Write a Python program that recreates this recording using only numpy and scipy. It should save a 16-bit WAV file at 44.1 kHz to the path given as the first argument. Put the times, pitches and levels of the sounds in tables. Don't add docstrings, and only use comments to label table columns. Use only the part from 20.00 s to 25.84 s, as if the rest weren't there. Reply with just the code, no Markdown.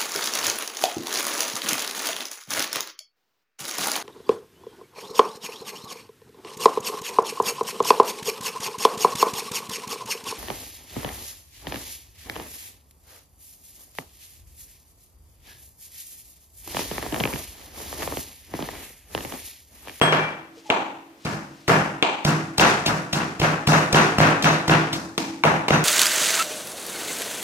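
import sys
import numpy as np
from scipy import signal
from scipy.fft import rfft, irfft
from scipy.io import wavfile
from scipy.ndimage import uniform_filter1d

SR = 44100
rng = np.random.default_rng(int(sys.argv[2]) if len(sys.argv) > 2 else 0)


def pcm_store(signal):
    levels = np.round(np.clip(np.atleast_2d(signal), -1, 1) * 32767)
    wavfile.write(sys.argv[1], SR, levels.astype(np.int16).T)


def elevation(decibels):
    levels = np.asarray(decibels, float)
    return 10 ** (levels / 20)


N = 257544

# (time [s], force [dB], crunch [dB], table boom [dB], squish [dB])
LANDINGS = [(0.0136, -10.5, -26.5, -18.5, -42), (0.1235, -12.5, -31, -25.5, -20),
            (1.25, -26.5, -32, -27, -30), (1.679, -17, -23, -15, -23), (2.249, -16, -22, -13.5, -16.5),
            (2.58, -14.5, -15, -22.5, -17), (2.862, -19.5, -24.5, -20.5, -10.5),
            (3.13, -20, -24, -22, -13.5), (3.398, -24, -25, -16.5, -21), (3.672, -14, -18.5, -10.5, -15),
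            (3.927, -12.5, -16.5, -15, -20), (4.183, -13, -21, -10, -18), (4.424, -26, -21, -13, -28),
            (4.679, -15.5, -22, -11.5, -19), (4.93, -26.5, -29, -33.5, -15), (5.451, -12.5, -27, -19, -28),
            (5.705, -11.5, -25.5, -14, -36)]
# (time [s], force [dB], crunch [dB])
DRIVES = [(1.264, -23, -49), (1.327, -29, -35), (1.694, -6, -20.5), (2.296, -18, -55), (2.596, -3.5, -50),
          (2.629, -19, -77), (2.878, -15, -30.5), (3.176, -18.5, -67), (3.415, -9.5, -26),
          (3.719, -6.5, -20), (3.945, -4, -26), (4.202, -5, -24.5), (4.442, -6.5, -24.5),
          (4.695, -7.5, -52)]
# (time [s], force [dB], crunch [dB], rim click over force [dB], push into table [dB])
KNOCKS = [
    (0.7, -8, -26, -3, -26),
    (2.025, -9, -34.5, 4.5, -29),
    (5.178, -20, -16.5, -10, -19.5),
    (5.436, -5.5, -20.5, -43, -33),
    (5.682, -14.5, -17.5, -7, -38),
]
# (frequency [Hz], level [dB])
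PASTE_COLOUR = [(150, -19.5), (350, 3.5), (700, 4.5), (1300, -2), (2000, -1.5), (2800, 1.5), (3400, -4),
                (6000, -20.5), (16000, -60.5)]
# (frequency [Hz], level [dB])
BOWL_COLOUR = [(100, -22.5), (300, -0.5), (600, 0.5), (860, 5.5), (1150, -5), (1700, -12), (2500, -7),
               (5000, -24.5), (16000, -139)]
# (frequency [Hz], level [dB])
RIM_COLOUR = [(900, -29.5), (1800, -7), (2300, 9.5), (2900, 11.5), (3700, 3.5), (5000, -11), (8000, -16),
              (16000, -56)]
# (frequency [Hz], level [dB])
GRIT_COLOUR = [(1200, -9.5), (2500, 13), (3600, 13.5), (5000, 9.5), (6500, 4), (9000, -3.5), (12000, -9),
               (16000, -14)]
# (frequency [Hz], level [dB], t60 [s])
TABLE_MODES = [(110.7, -6.5, 0.36), (147, 2.5, 0.23), (155.7, 4.5, 0.44), (190, -23, 1)]
# (frequency [Hz], level [dB], t60 [s])
CUPBOARD_MODES = [(253, -11.5, 0.88), (283.5, -6, 1.3), (322, -6.5, 1.01), (466, -10.5, 0.55),
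                  (510, -47, 0.26), (329.4, -7, 1.6)]
# (frequency [Hz], level [dB], t60 [s])
GLASS_MODES = [(3281, -1, .6), (3268, -10, .6), (8215, -12, .28), (10900, -21, .2), (14300, -27, .15)]
# (frequency [Hz], level [dB], t60 [s])
PLATE_MODES = [(2336, -1, .42), (2347, -10, .42), (9173, -30, .3)]
# (frequency [Hz], level [dB], t60 [s])
JAR_MODES = [(2638, -4, .45), (3817, -4, .45), (4064, -9, .4), (4791, -10, .4), (6165, -4, .33),
             (6190, -6, .33)]
# (time [s], level [dB])
GLASS_HITS = [(.015, -17)]
# (time [s], level [dB])
PLATE_HITS = [(.19, -19)]
# (time [s], level [dB])
JAR_HITS = [(2.6, -19), (3.422, -31), (3.7, -21.5), (3.946, -18), (4.197, -25), (4.442, -19.5),
            (4.698, -34), (5.451, -31), (5.707, -21.5)]
# (time [s], level [dB], frequency [Hz], t60 [s])
TOUCHES = [
    (.57, -34, 459, 0.1),
    (.655, -35, 863, 0.14),
    (.675, -35, 836, 0.13),
    (.695, 3, 680, 0.0072),
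]
# (loudest time [s], level [dB], swell [s], fade [s])
BRUSHES = [
    (.59, -53.5, 0.04, 0.026),
    (.69, -50, 0.049, .006),
    (1.33, -45.5, 0.097, 0.027),
    (1.6, -58, 0.13, 0.13),
]
# (frequency [Hz], t60 [s])
KITCHEN_T60 = [(80, 0.96), (150, 0.58), (300, 0.65), (700, 0.63), (1800, 0.62), (4800, 0.56), (9000, 0.67),
               (15000, 0.42)]
# (frequency [Hz], level [dB])
WALL_COLOUR = [(40, -62), (100, -0.5), (250, 0.5), (600, 0.84), (1500, 9), (3000, -5), (6000, 4),
               (15000, -1)]
# (frequency [Hz], level [dB per Hz])
AIR_COLOUR = [(30, -18), (100, -5), (200, -5), (320, 0), (600, -6), (1200, -9), (2500, -12), (4000, -17),
              (8000, -22), (16000, -29)]
# (frequency [Hz], correlation [-1 to 1])
PORT_LIKENESS = [(60, 1), (130, 1), (290, 0.81), (640, 0.81), (1410, -0.26), (3100, 0.19), (6820, 0.077),
                 (15000, -0.055)]
# (frequency [Hz], left minus right [dB])
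PORT_LEAN = [(60, -1.5), (130, -1.5), (290, 0.5), (640, -1), (1410, 2.5), (3100, 4.5), (6820, 1),
             (15000, -16)]

LIFTED_S, BUMP_THUD_DB = .5, -8
COVER_S = 1.9
COVERED_LAG_S = .006
LAND_THUD_DB, DRIVE_THUD_DB, THUD_PER_DB = -12.5, -13.5, 0.59
LAND_NEAR_DB, DRIVE_NEAR_DB, KNOCK_NEAR_DB = 0, -6.5, -5
LAND_SEND_DB, DRIVE_SEND_DB, KNOCK_SEND_DB = 14, 11.5, 4.5
LAND_RIM_DB = -17
BOOM_LAG_S = 0.01182
SQUISH_LEAD_S, SQUISH_SWELL_S, SQUISH_FADE_S = .02, 0.0022, 0.019
CUPBOARD_DB, CUPBOARD_PER_DB = -12, 0.78
KNOCK_PANEL_DB = -5
GLASS_RISE_S, PLATE_RISE_S, JAR_RISE_S, CUPBOARD_RISE_S = .002, .035, .024, 0.0086
ECHO_BUILD_S = [0.0033, 0.0074, 0.0073, 0.00067]
RINGS_SEND_DB, AIR_DB = -18, -55
PORT_LAG_S = .00012
KNEE_DB, RECOVERY_DB_PER_S = -11, 770.0


def evened(x):
    return x / np.sqrt(np.mean(x ** 2) + 1e-20)


def read(points, hz):
    f, value = np.transpose(points)
    return np.interp(np.log(hz + 1), np.log(f + 1), value)


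def add(mix, s, sound):
    part = mix[round(s * SR):][:len(sound)]
    part += sound[:len(part)]


def click(colour_db, size=2048):
    log_gain = read(colour_db, abs(np.fft.fftfreq(size, 1 / SR))) * np.log(10) / 20
    taps = np.fft.ifft(np.exp(np.conj(signal.hilbert(log_gain)))).real
    return taps / abs(taps).max()


def ring(modes, seconds, detune=1, rise=0.00027):
    t = np.arange(round(seconds * SR)) / SR
    hz, db, t60 = np.transpose(modes)[:, :, None]
    waves = elevation(db - 60 * t / t60) * np.sin(2 * np.pi * hz * detune * t)
    return waves.sum(0) * (1 - np.exp(-t / rise))


def blow(knock, knock_db, thud_db, crunch_db):
    t = np.arange(len(knock)) / SR
    push = np.sin(2 * np.pi * 170 * t) * np.exp(-t / 0.0025) * (1 - np.exp(-t / 0.0028))
    wood = elevation(knock_db + 5.5) * knock
    return wood + elevation(thud_db + 11.5) * push + elevation(crunch_db + 8) * click(GRIT_COLOUR)


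def chatter(chance, first):
    fade = np.exp(-np.arange(len(chance)) / SR / .004)
    slips = chance * (abs(chance) > 1.3) * .4 * fade
    return np.append(first, slips)


def strike(near, sends, k, s, hit, near_db, send_db, chance, bare=False):
    exposed = bare or s < COVER_S
    contact = chatter(chance, 1 if exposed else .6)
    add(near, s + .0007, elevation(near_db) * np.convolve(hit, contact))
    variant = 3 if exposed else k % 3
    add(sends[variant], s + COVERED_LAG_S * (not exposed), elevation(send_db) * hit)


def squish(db):
    t = np.arange(-SQUISH_LEAD_S, .06, 1 / SR)
    bursts = rng.standard_normal(len(t)) * (rng.random(len(t)) < .3)
    shape = np.exp(-abs(t) / np.where(t < 0, SQUISH_SWELL_S, SQUISH_FADE_S))
    return elevation(db - 10.5) * np.convolve(bursts * shape, click(GRIT_COLOUR)[:300])


def landings(near, sends):
    chances = rng.standard_normal((len(LANDINGS), 400))
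    for k, (s, force_db, crunch_db, boom_db, squish_db) in enumerate(LANDINGS):
        thud_db = LAND_THUD_DB + THUD_PER_DB * force_db + BUMP_THUD_DB * (s < LIFTED_S)
        hit = blow(click(PASTE_COLOUR), force_db, thud_db, crunch_db)
        strike(near, sends, k, s, hit, LAND_NEAR_DB, LAND_SEND_DB, chances[k])
        add(near, s, elevation(force_db + LAND_RIM_DB) * click(RIM_COLOUR))
        detune = 1 + 0.0015 * chances[k, :len(TABLE_MODES), None]
        add(near, s + BOOM_LAG_S, elevation(boom_db) * ring(TABLE_MODES, .8, detune, rise=0.036))
        if s > LIFTED_S:
            add(near, s - SQUISH_LEAD_S, squish(squish_db))


def drives(near, sends):
    chances = rng.standard_normal((len(DRIVES), 400))
    for k, (s, force_db, crunch_db) in enumerate(DRIVES):
        thud_db = DRIVE_THUD_DB + THUD_PER_DB * force_db
        hit = blow(click(PASTE_COLOUR), force_db, thud_db, crunch_db)
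        strike(near, sends, k, s, hit, DRIVE_NEAR_DB, DRIVE_SEND_DB, chances[k])


def bare_knocks(near, sends):
    chances = rng.standard_normal((len(KNOCKS), 400))
    for k, (s, force_db, crunch_db, rim_db, push_db) in enumerate(KNOCKS):
        hit = blow(-click(BOWL_COLOUR), force_db, push_db, crunch_db)
        hit += elevation(force_db + rim_db) * click(RIM_COLOUR)
        strike(near, sends, k, s, hit, KNOCK_NEAR_DB, KNOCK_SEND_DB, chances[k], bare=True)


def crockery():
    out = np.zeros(N)
    panel_hits = [(s, CUPBOARD_DB + CUPBOARD_PER_DB * boom_db) for s, _, _, boom_db, _ in LANDINGS]
    panel_hits += [(s, push_db + KNOCK_PANEL_DB) for s, _, _, _, push_db in KNOCKS]
    bodies = ((GLASS_MODES, GLASS_HITS, GLASS_RISE_S),
              (PLATE_MODES, PLATE_HITS, PLATE_RISE_S),
              (JAR_MODES, JAR_HITS, JAR_RISE_S),
              (CUPBOARD_MODES, panel_hits, CUPBOARD_RISE_S))
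    for modes, hits, rise in bodies:
        for s, db in hits:
            add(out, s, elevation(db) * ring(modes, .8, rng.normal(1, .002), rise))
    for s, db, hz, t60 in TOUCHES:
        add(out, s, ring([(hz, db, t60)], .5, rise=0.0068))
    return out


def brush():
    t = np.arange(N) / SR
    roughness = evened(uniform_filter1d(rng.standard_normal(N), 90))
    grain = rng.standard_normal(N) * elevation(1.9 * roughness)
    hiss = evened(signal.lfilter(*signal.butter(2, [2000, 6500], "band", fs=SR), grain))
    strokes = np.zeros(N)
    for s, db, swell, fade in BRUSHES:
        strokes += elevation(db) * np.exp(-((t - s) / np.where(t < s, swell, fade)) ** 2)
    return hiss * strokes


def diffuse(a, b, colour_db, t60):
    hz, t, z = signal.stft([a, b], SR, nperseg=512)
    same = np.clip(read(PORT_LIKENESS, hz), -1, 1)[:, None]
    pair = np.array([z[0], same * z[0] + np.sqrt(1 - same ** 2) * z[1]])
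    level_db = read(colour_db, hz)[:, None] - 60 * t / read(t60, hz)[:, None]
    return signal.istft(pair * elevation(level_db), SR, nperseg=512)[1]


def echo(build_s):
    t = np.arange(SR) / SR
    taps = rng.standard_normal((2, SR)) * (rng.random((2, SR)) < .18)
    taps *= 1 - np.exp(-np.maximum(t - .004, 0) / build_s)
    clumps = elevation(0.98 * evened(uniform_filter1d(rng.standard_normal(SR), size=500)))
    tail = diffuse(*(taps * clumps), WALL_COLOUR, KITCHEN_T60)
    return tail / np.linalg.norm(tail[0])


def room_hum():
    endless = [(1, 1e9), (2, 1e9)]
    hum = diffuse(*rng.standard_normal((2, N)), AIR_COLOUR, endless)[:, :N]
    return elevation(AIR_DB) * evened(hum)


def scene():
    rings = crockery()
    near, sends = rings.copy(), np.zeros((4, N))
    landings(near, sends)
    drives(near, sends)
    bare_knocks(near, sends)
    sends[3] += elevation(RINGS_SEND_DB) * rings
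    far = np.zeros((2, N))
    for send, build_s in zip(sends, ECHO_BUILD_S):
        far += signal.fftconvolve(send[None], echo(build_s), axes=1)[:, :N]
    ports = np.array([np.roll(near, round(PORT_LAG_S * SR)), near])
    return ports + far + brush() + room_hum()


def top_cut(x):
    return signal.sosfilt(signal.butter(12, 16500, fs=SR, output="sos"), x)


def record(dry):
    hz = np.fft.rfftfreq(N, 1 / SR)
    lean_db = read(PORT_LEAN, hz) * np.array([[.5], [-.5]])
    ports = irfft(rfft(dry) * elevation(lean_db), N)
    ports = signal.lfilter(*signal.butter(2, 40, "high", fs=SR), ports)
    ports = signal.oaconvolve(ports, signal.firwin(255, 15250, fs=SR)[None], "same")
    power = signal.lfilter([.012], [1, .012 - 1], (ports ** 2).max(0))
    fall_db = np.arange(N) * RECOVERY_DB_PER_S / SR
    held_db = np.maximum.accumulate(10 * np.log10(power + 1e-12) + fall_db) - fall_db
    duck_db = uniform_filter1d(np.maximum(held_db - KNEE_DB, 0), size=60, origin=29)
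    held = ports / elevation(.8 * duck_db)
    mix = held / (1 + held ** 4) ** .25
    return top_cut(mix)


dry = scene()
out = record(dry)
pcm_store(out)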